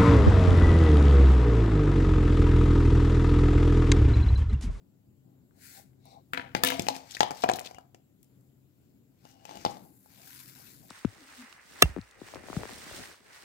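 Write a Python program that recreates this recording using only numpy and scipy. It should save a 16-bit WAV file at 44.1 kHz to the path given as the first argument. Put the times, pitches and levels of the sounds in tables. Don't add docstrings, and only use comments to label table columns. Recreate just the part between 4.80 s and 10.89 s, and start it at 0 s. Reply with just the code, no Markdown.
import sys
import numpy as np
from scipy import signal
from scipy.fft import rfft, irfft, next_fast_len
from scipy.io import wavfile
from scipy.ndimage import uniform_filter1d, map_coordinates

SR = 44100
rng = np.random.default_rng(int(sys.argv[2]) if len(sys.argv) > 2 else 0)


def voltage_ratio(decibels):
    exponent = np.asarray(decibels, float) / 20
    return 10 ** exponent


def master_out(mix):
    frames = np.transpose(np.atleast_2d(mix))
    ceiling = np.clip(frames, -1, 1)
    pcm = np.round(ceiling * 32767).astype(np.int16)
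    wavfile.write(sys.argv[1], SR, pcm)


N = 268613


def unit(x):
    return x / np.sqrt(np.mean(x ** 2) + 1e-20)


def along(points, hz):
    f, v = np.transpose(points)
    return np.interp(np.log(hz + 1), np.log(f + 1), v)


def wobble(rate):
    knots = rng.standard_normal(int(N * rate / SR) + 4)
    return map_coordinates(knots, [np.arange(N) * rate / SR])


def filtered(x, response):
    m = next_fast_len(x.shape[-1] + SR // 2)
    spectrum = rfft(x, m) * response(np.fft.rfftfreq(m, 1 / SR))
    return irfft(spectrum, m)[..., :x.shape[-1]]


def coloured(x, spectrum):
    return filtered(x, lambda hz: unit(voltage_ratio(along(spectrum, hz))))


def resonant(x, modes, order=1):
    def response(f):
        total = 0
        for k, (centre, width, db) in enumerate(modes):
            damping = 1j * f * width
            total = total + (-1) ** k * voltage_ratio(db) * damping / (centre * centre - f * f + damping)
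        g = total ** order
        return g / np.sqrt(np.mean(abs(g) ** 2))
    return filtered(x, response)


def patchy(depth_db):
    z = signal.stft(rng.standard_normal((2, N)), nperseg=512)[2]
    field = uniform_filter1d(rng.standard_normal(z.shape[1:]), size=8, axis=0)
    field = uniform_filter1d(field, size=8, axis=1)
    return unit(signal.istft(z * voltage_ratio(depth_db * unit(field)), nperseg=512)[1][:, :N])


def strokes(rows, rise, fall):
    t = np.arange(0, N / SR + .001, .001)
    gain = 0
    for s, held, db in rows:
        early = np.clip(s - t, 0, None)
        late = np.clip(t - s - held, 0, None)
        gain = gain + voltage_ratio(db - rise * early - fall * late)
    return np.interp(np.arange(N) / SR, t, gain)


def ports(pair, alike, lean, lag_s):
    def response(hz):
        same = np.clip(along(alike, hz), 0, 1)
        half_lean = along(lean, hz) / 2
        far = voltage_ratio(-half_lean) * np.exp(-2j * np.pi * hz * lag_s)
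        return np.array([voltage_ratio(half_lean), far * same, far * np.sqrt(1 - same ** 2)])
    left, shared, own = filtered(pair[[0, 0, 1]], response)
    return np.array([left, shared + own])


# (frequency [Hz], density [dB per Hz])
RUMBLE = [(15, -58), (25, -34.5), (98, -6), (139, -8.5), (206, -7), (224, -16), (280, -13.5), (388, -17),
          (493, -25.5), (595, -26), (1500, -46.5), (1950, -73.5), (3300, -120)]
# (frequency [Hz], width [Hz], level [dB])
MOTOR = [(131.23, 1.94, 3.5), (267, 30, -9.5)]
# (time [s], level [dB])
RUMBLE_DB = [(0.0, -67), (1.47, -65.5), (1.95, -55), (2.1, -65), (3.441, -67), (6.09, -64.5)]
# (frequency [Hz], density [dB per Hz])
HISS = [(900, -37.5), (1400, -6.5), (3000, -6.5), (6200, -11.5), (7400, -0.5), (8300, -10.5), (10500, -10),
        (12200, -3), (15700, -2)]
HISS_DB = -83
# (frequency [Hz], left-right likeness)
ROOM_ALIKE = [(60, 1), (180, 0.68), (550, 0.27), (1650, 0.36), (4970, 0.091), (15000, -0.14)]
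# (frequency [Hz], left minus right [dB])
ROOM_LEAN = [(60, 7), (180, 5), (550, 4), (1650, 2.5), (4970, 7), (15000, 1.5)]


def room_tone():
    air = patchy(depth_db=1.7)
    drone = unit(resonant(rng.standard_normal((2, N)), MOTOR))
    rumble = unit(coloured(air, RUMBLE)) + voltage_ratio(-1.5) * drone
    level_db = np.interp(np.arange(N) / SR, *np.transpose(RUMBLE_DB))
    rumble *= voltage_ratio(level_db + 1.5 + 0.82 * wobble(3.6))
    hiss = voltage_ratio(HISS_DB + 7.5 + 1.4 * wobble(1.5)) * unit(coloured(air, HISS))
    return ports(rumble + hiss, ROOM_ALIKE, ROOM_LEAN, lag_s=0.00019)


# (start [s], held [s], level [dB])
CREAK = [
    (.5, 0.031, -67),
    (4.72, 0.32, -57.5),
    (4.93, 0.032, -77),
    (5.1, 0.076, -72),
    (5.85, 0.17, -65),
]
# (start [s], held [s], level [dB])
LEAN = [(.505, 0.019, -71.5), (.774, 0.0046, -70.5), (.985, 0.0054, -56), (1.29, 0.0082, -60.5),
        (1.34, 0.026, -58), (1.6, 0.055, -54), (1.92, 0.0045, -45), (2.17, .03, -59), (2.245, .02, -60),
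        (2.36, 0.019, -63), (2.64, 0.327, -65), (4.46, 0.18, -66), (4.7, 0.06, -50), (4.88, 0.0043, -43),
        (5.06, 0.004, -63.5), (5.33, .15, -66), (5.79, 0.093, -67.5), (6.05, 0.044, -70.5)]
# (frequency [Hz], width [Hz], level [dB])
DRONE = [(780, 60, 0), (893, 70, -4), (685.5, 50, -5), (487, 97, -5.5), (1060, 150, -8)]
# (frequency [Hz], width [Hz], level [dB])
FRAME = [(81.5, 18, -5.5), (106, 34, 0), (124, 16, 5.5), (228, 260, 6), (440, 300, -9)]
LEAN_RISE, LEAN_FALL = 350, 360
RUB_RISE, RUB_FALL = 190, 163


def leaning():
    push = rng.standard_normal((2, N))
    hum = unit(voltage_ratio(3.5 * wobble(30)) * resonant(push, DRONE, order=2))
    creak = unit(resonant(push[::-1], FRAME, order=2))
    return strokes(LEAN, LEAN_RISE, LEAN_FALL) * hum + strokes(CREAK, RUB_RISE, RUB_FALL) * creak


# (time [s], peak level [dB], case pitch [Hz], plate ring [dB], treble [dB])
EARLY = [
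    (0.7094, -67, 1480, -27, -20),
    (1.1314, -66.5, 2140, -20, -21),
    (1.2546, -63, 4240, -1.5, 11),
    (3.4294, -65, 3394, -28.5, 15.5),
    (3.4444, -71, 3180, -26, 13),
    (3.6097, -80, 4920, -11, 16),
]
SET_DOWN = [
    (1.5343, -22, 1970, -25, -13),
    (1.5422, -36.5, 2080, -9.5, -19.5),
    (1.575, -22, 2100, -19.5, -24),
    (1.5956, -27.5, 2040, -22.5, -40.5),
    (1.8359, -11.5, 1701, -20.5, -0.5),
    (1.848, -18.5, 2150, -25, 1.5),
    (1.874, -22, 2150, -14.5, 0),
    (1.9022, -20, 1694, -22, -5.5),
    (1.92, -26.5, 2940, -11.5, -12),
    (2.1021, -32, 3850, -6, -17.5),
]
SHUFFLE = [(1.766, -29, 1930, -20, -15.5), (2.0207, -41.5, 4000, -14, 8), (2.067, -28.5, 2350, -12, -14),
           (2.1639, -39, 2330, -16, 2.5), (2.5144, -37, 1760, -3.5, -1.4), (2.6375, -27, 2370, 2.5, -3.5),
           (2.6419, -27.5, 2480, 4, -20), (2.6606, -46, 2500, 10, -21), (2.6894, -20, 1870, -5.5, -12),
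           (2.7353, -25.5, 3690, -16, -5.5), (2.76, -47.5, 4530, -10, 3), (2.8105, -48.5, 2340, 1, -15),
           (2.9112, -54.5, 2340, 8, 5.5), (3.0086, -63, 3230, -3.5, -4), (3.146, -48.5, 2335, -7, -1)]
CLICKS = [(2.152, -37, 2400, -10, -9.5), (2.3499, -35, 3850, -17.5, -4.5), (2.368, -30.5, 1994, -27, -10.5),
          (2.4309, -21, 2960, -3, -9.5), (2.623, -38, 3670, -23.5, -15.5), (2.6973, -22, 2580, 1.5, -8),
          (2.7147, -34.5, 2290, 3, -8), (2.787, -31, 2190, -10, -33.5), (2.8603, -36.5, 3730, -12.5, -2.5),
          (2.9458, -47.5, 2330, -9, 0), (2.9842, -47, 1410, 0, -4), (4.9694, -49.5, 4460, -6, -6),
          (5.4335, -55, 2240, -14, 0.5), (5.7597, -51.5, 1610, -14.5, -32)]
LATE = [
    (4.4523, -51.5, 2690, -6, -2),
    (4.7104, -44.5, 4100, -1, -8),
    (4.7551, -45, 2900, -7, -1),
    (4.7716, -45, 2820, -6, 0.5),
    (4.8621, -27.5, 3250, -4, -18),
    (4.91, -55.5, 1490, -20, 7),
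    (5.2594, -69, 1700, 6.5, 4),
    (5.4174, -56, 2230, -21, 6),
]
DROPS = [
    (1.7495, -17, 2150, -9, -13.5),
    (1.9949, -22, 3397, -16, -3),
    (2.5075, -35.5, 2280, 0, 0),
]
AT_RIM = [
    (2.0853, -19, 3620, -5.5, -5),
    (2.406, -9, 2760, -11.5, -16.5),
    (2.4216, -33, 2500, -8, -14),
    (4.6528, -40, 2670, -7.5, -2),
    (4.6922, -49, 2930, 2, -13),
    (4.8499, -21, 4820, -1, -13.5),
]
THUMP_DB = {"tick": -22, "palette": -20.5, "flat": -6, "edge": -22.5, "nudge": -4.5, "drop": -5.5, "rim":
            -20}
THUMP_GROWS, MIDDLING_DB = 0.98, -34
# (pitch ratio, level [dB], t60 [s])
CASE = [(1.001, 0.5, 0.094), (1.19, -14.5, 0.021), (1.518, -17, 0.014), (1.901, -5, .012),
        (.72, 15, 0.0073), (2.598, -10.5, 0.014)]
# (frequency [Hz], level [dB])
CRACK = [(700, -46.5), (1200, -1), (2200, -4.5), (3200, -4.5), (4500, -3.5), (7000, -14), (10000, -26)]
# (frequency [Hz], level [dB])
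SPARK = [
    [(3500, -39), (5000, -10), (7200, 1.5), (9500, -2), (12000, 0), (15500, 1)],
    [(1800, -29.5), (3500, -9.5), (5000, -0.5), (7200, 0.5), (9500, -9.5), (12000, -9), (15500, -15)],
]
# (frequency [Hz], width [Hz], level [dB])
TRAY = [(266.6, 10, -1), (492, 15, -3), (689, 27, 0.5), (958, 50, 0.5), (1080, 180, -10)]
# (frequency [Hz], width [Hz], level [dB])
TOP = [(748, 100, 11), (668.4, 16, 2.5), (736, 26, 3), (740, 44, -6), (930, 25, 0), (930, 23, 5),
       (960, 140, 1.5), (403, 76, -17)]
# (frequency [Hz], width [Hz], level [dB])
RIM = [(839, 60, 1.5), (870, 25, -15), (737, 36, -10), (460, 74, -22), (1040, 60, -14.5), (1410, 100, -19)]


def contacts():
    crack, case, frame, tray, top, rim, hard, soft = np.zeros((8, 2, N + SR))
    t = np.arange(SR // 9) / SR
    # (plate struck, edge, give [s], share of ring time)
    in_hand = (tray, hard, .000005, 1)
    on_top = (top, soft, .00002, .55)
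    on_rim = (rim, soft, .00002, .55)
    kinds = [("tick", EARLY, in_hand), ("palette", SET_DOWN, in_hand), ("flat", SHUFFLE, on_top),
             ("edge", CLICKS, on_top), ("nudge", LATE, on_rim), ("drop", DROPS, on_rim), ("rim", AT_RIM, on_rim)]
    for kind, events, (plate, spark, give_s, ring) in kinds:
        for s, db, hz, ring_db, treble_db in events:
            thump_db = MIDDLING_DB + THUMP_DB[kind] + THUMP_GROWS * (db - MIDDLING_DB)
            at = slice(round(s * SR), round(s * SR) + len(t))
            noise = rng.standard_normal((4, 2, len(t)))
            draw = rng.standard_normal((len(CASE), 2, 2, 1))
            gentle = np.clip(-12 - db, 1, 16)
            rise = 1 - np.exp(-t / (give_s * gentle))
            peak = signal.iirpeak(hz, 0.046 + 0.12 * gentle, SR)
            body = unit(signal.lfilter(*peak, signal.lfilter(*peak, noise[0])))

            crack_fall = voltage_ratio(-60 * t / 0.018) + voltage_ratio(-29.5 - 60 * t / 0.13)
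            crack[:, at] += voltage_ratio(db - 9.5) * rise * crack_fall * body
            spark_fall = voltage_ratio(-60 * t / 0.011) + voltage_ratio(-28 - 60 * t / 0.13)
            spark[:, at] += voltage_ratio(db + treble_db + 2.5) * rise * spark_fall * noise[1]

            for (ratio, level_db, t60), (size, detune) in zip(CASE, draw):
                pitch = hz * ratio * (1 + 0.018 * detune[0])
                mode_db = db - 17.5 - 0.05 * gentle + level_db + 3.5 * size
                case[:, at] += voltage_ratio(mode_db - 60 * t / (ring * t60)) * rise * np.sin(2 * np.pi * pitch * t)

            plate[:, at] += voltage_ratio(db + ring_db + 8.0 - 60 * t / 0.0038) * (0.55 * noise[2] - 1)
            frame[:, at] += voltage_ratio(thump_db - 0.5 - 60 * t / 0.0023) * (2.0 * noise[3] - 1)

    edges = coloured(hard[:, :N], SPARK[0]) + coloured(soft[:, :N], SPARK[1])
    plastic = coloured(crack[:, :N], CRACK) + edges + case[:, :N]
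    table = resonant(top[:, :N], TOP) + resonant(rim[:, :N], RIM) + resonant(frame[:, :N], FRAME)
    return plastic + voltage_ratio(3.0) * resonant(tray[:, :N], TRAY) + table


# (frequency [Hz], t60 [s])
KITCHEN = [(150, 0.32), (800, 0.45), (3000, .35), (8000, 0.083), (15000, 0.053)]


def kitchen(x):
    hz, t, z = signal.stft(rng.standard_normal((2, SR // 2)), SR, nperseg=256)
    fall = voltage_ratio(-60 * t / along(KITCHEN, hz)[:, None])
    tail = signal.istft(z * fall, SR, nperseg=256)[1]
    delayed = np.pad(x, (250, 0))[None]
    return signal.fftconvolve(delayed, tail / np.linalg.norm(tail[0]), axes=1)[:, :N]


# (start [s], held [s], level [dB])
SWISH = [
    (0.829, 0.15, -52.5),
    (1.265, 0.072, -65.5),
]
# (frequency [Hz], density [dB per Hz])
CLOTH = [
    [(590, -31), (1000, -12), (1150, -26), (1410, -3.5), (1610, -3), (2170, -4.5), (3140, -13.5),
     (4240, -4), (5990, -7.5), (7550, -2), (8570, -6), (12000, -4), (15800, -6)],
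    [(590, -34), (1000, -13), (1700, -24), (2190, -1.5), (3140, -16), (3820, 4.5), (5040, -6), (5790, -3),
     (6350, -12), (7810, -8.5), (9510, -16), (12700, -14), (15800, -24)],
]
SWISH_RISE, SWISH_FALL = 330, 211


def sleeves():
    n = 2 * SR
    flutter = voltage_ratio(.6 * wobble(30) + 1.2 * wobble(670))
    fibres = (flutter * patchy(depth_db=1.2))[:, :n]
    brush = np.zeros((2, n))
    for row, colour in zip(SWISH, CLOTH):
        brush += strokes([row], SWISH_RISE, SWISH_FALL)[:n] * unit(coloured(fibres, colour))
    return np.pad(brush, ((0, 0), (0, N - n)))


# (start [s], held [s], level [dB], fall [dB/s])
CHATTER = [
    (1.541, .015, -42.5, 299.5),
    (1.58, 0.035, -51, 140.5),
    (1.757, .015, -48.5, 219.5),
    (1.857, 0.02, -29, 230),
]
TRAY_HUM = (1.8, 0.19, -42, 300)
# (frequency [Hz], width [Hz], level [dB])
PANS = [
    [(1100, 90, -13.5), (1490, 140, -2.5), (2120, 69, -12.5), (2540, 400, -8), (2940, 250, -9.5),
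     (3852, 30, -28)],
    [(1964, 35, -10), (2150, 150, -1), (2950, 240, -4.5), (3820, 98, 0), (3750, 26, 0), (4477, 27.4, -4),
     (4530, 37, -8), (4930, 20, -9.5), (5970, 94, -13.5), (6683, 150, -19.5)],
    [(1311, 200, -6), (2150, 250, 1), (3500, 404, -4.5), (5220, 600, -6)],
]
# (frequency [Hz], width [Hz], level [dB])
SHELL = [
    [(2000, 720, -3)],
    [(3180, 4000, -12)],
    [(3500, 5000, 0)],
]
WHICH_PANS = (0, 0, 2, 1)
CHATTER_RISE = 3500


def pans():
    n = 5 * SR // 2
    clumps = voltage_ratio(2.6 * wobble(160) + 4.6 * wobble(700))
    knocks = (clumps * rng.standard_normal((2, N)))[:, SR:n]
    colours = [unit(resonant(knocks, modes) + resonant(knocks, shell)) for modes, shell in zip(PANS, SHELL)]
    bursts = [(burst, colours[k]) for burst, k in zip(CHATTER, WHICH_PANS)]
    bursts.append((TRAY_HUM, unit(resonant(knocks, TRAY[:3], order=2))))
    rattle = np.zeros_like(knocks)
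    for (s, held, db, fall), colour in bursts:
        rattle += strokes([(s, held, db)], CHATTER_RISE, fall)[SR:n] * colour
    return np.pad(rattle, ((0, 0), (SR, N - n)))


# (start [s], held [s], level [dB], brightness [dB])
RUB = [(1.55, 0.011, -81, 11), (1.77, 0.043, -86, 8), (1.91, 0.021, -49, -11), (2.01, 0.039, -58.5, -1),
       (2.11, 0.061, -55.5, -9), (2.328, 0.045, -55.5, -6), (2.58, .04, -55.5, -3.5),
       (2.84, 0.029, -58, -5), (3.39, 0.31, -91, 9.5), (3.98, 0.12, -86.5, 3), (4.47, 0.034, -67, -3.5),
       (4.7, 0.17, -58, -9.5), (4.87, 0.079, -63.5, -5), (5.03, 0.22, -84, 18), (5.327, 0.074, -65.5, 1.5),
       (5.48, 0.13, -58, 4), (5.68, 0.029, -63.5, 7), (5.79, 0.12, -61, 3.5), (5.98, 0.15, -71, 8)]
# (frequency [Hz], density [dB per Hz])
SKIN = [(590, -39.5), (1000, 1), (1150, -5.5), (1580, 0.5), (1770, -3.5), (2200, -1.5), (3150, -6),
        (3570, -3), (4970, -0.5), (8500, -7), (11000, -36.5), (18700, -120)]
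# (frequency [Hz], density [dB per Hz])
SHEEN = [(4410, -38), (7500, -3), (8110, -9), (10800, -2.5), (11700, -1.5), (15100, -1), (15800, -17)]
# (start [s], held [s], level [dB])
SING = [
    (2.966, 0.013, -59),
    (4.455, .19, -75.5),
    (4.68, .11, -66),
]
# (frequency [Hz], width [Hz], level [dB])
LID = [(2881, 160, 0)]
SING_RISE, SING_FALL = 810, 510


def rubbing():
    grip = voltage_ratio(.3 * wobble(30) + .6 * wobble(150) + 2.2 * wobble(700))
    dull = [(s, held, db) for s, held, db, bright_db in RUB]
    skin = strokes(dull, RUB_RISE, RUB_FALL) * unit(grip * coloured(patchy(depth_db=1.5), SKIN))
    bright = [(s, held, db + bright_db - 0.5) for s, held, db, bright_db in RUB]
    sheen = strokes(bright, RUB_RISE, RUB_FALL) * unit(grip * coloured(patchy(depth_db=-1.5), SHEEN))
    song = unit(grip * resonant(rng.standard_normal((2, N)), LID, order=2))
    return skin + sheen + strokes(SING, SING_RISE, SING_FALL) * song


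# (start [s], held [s], level [dB], centre [Hz], sharpness)
SCUFF = [(2.1, 0.0093, -52, 4460, 0.66), (2.15, 0.025, -51.5, 5030, 0.62), (2.208, .004, -59, 3700, 0.88),
         (2.3, 0.016, -55.5, 3680, 1.5), (2.31, 0.016, -51, 6000, 1.1), (2.343, 0.0082, -42, 4230, 1.8),
         (2.393, 0.004, -51, 6500, 2.5), (2.624, 0.012, -43.5, 4180, 1.2), (2.685, .004, -44.5, 3500, 2.1),
         (2.715, 0.0037, -49, 7500, 3.5), (2.761, 0.0073, -43, 9000, 0.59),
         (2.792, .005, -45.5, 7000, 0.51), (2.74, 0.025, -51.5, 4000, .8), (2.813, .004, -59, 7500, 2),
         (2.85, 0.014, -42, 3470, 1.12), (2.451, .03, -58, 3500, 0.57), (2.55, 0.064, -55.5, 4400, 0.84),
         (4.49, 0.039, -67.5, 5700, 1.7), (4.786, 0.048, -65.5, 6230, 8), (4.905, 0.0091, -60, 7000, 1.5)]
SCUFF_RISE, SCUFF_FALL = 2700, 1000


def scuffs():
    out = np.zeros((2, N))
    lead = SR // 25
    for s, held, db, hz, sharp in SCUFF:
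        at = slice(round(s * SR) - lead, round(s * SR) + SR // 6)
        gain = strokes([(s, held, db)], SCUFF_RISE, SCUFF_FALL)[at]
        noise = rng.standard_normal((3, len(gain)))
        grit = voltage_ratio(6 * unit(uniform_filter1d(noise[2], size=60))) * noise[:2]
        peak = signal.iirpeak(hz, max(sharp, .4), SR)
        out[:, at] += gain * unit(signal.lfilter(*peak, signal.lfilter(*peak, grit)))
    return out


# (frequency [Hz], level [dB])
LOW_CUT = [(25, -20), (40, -8), (70, -0.5)]
# (frequency [Hz], left minus right [dB])
NEAR_LEAN = [(40, 13), (125, 9.5), (300, 8.5), (700, 8.5), (1400, 11), (2800, 10.5), (5600, 10),
             (9000, 4.5), (14000, 5.5)]
# (frequency [Hz], level [dB])
AIRBORNE = [(100, 8), (500, 0), (1500, -3.5), (15000, 4.5)]
LAG_S = 0.0004584


def scene():
    room = room_tone()
    hits = filtered(contacts(), lambda hz: voltage_ratio(along(LOW_CUT, hz))) + pans()
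    handling = hits + leaning() + sleeves() + rubbing() + scuffs()
    near_alike = [(200, 0.96), (1000, 0.93), (3000, 0.27), (12000, 0.06)]  # (frequency [Hz], likeness)
    near = ports(handling, near_alike, NEAR_LEAN, LAG_S)
    answer = voltage_ratio([[3.5], [-3.5]]) * kitchen(coloured(hits[0], AIRBORNE))
    return near + voltage_ratio(-9.5) * answer + room


def low_pass(x):
    return signal.sosfilt(signal.butter(12, 16870, fs=SR, output="sos"), x)


def record(dry):
    rounded = dry / (1 + abs(dry / .9) ** 4) ** .25
    top_hz = 15800
    shelf = [(top_hz, 0), (top_hz + 150, -28), (top_hz + 1000, -38), (top_hz + 1100, -120)]
    mix = filtered(rounded, lambda hz: voltage_ratio(along(shelf, hz)))
    return low_pass(mix)


dry = scene()
out = record(dry)
master_out(out)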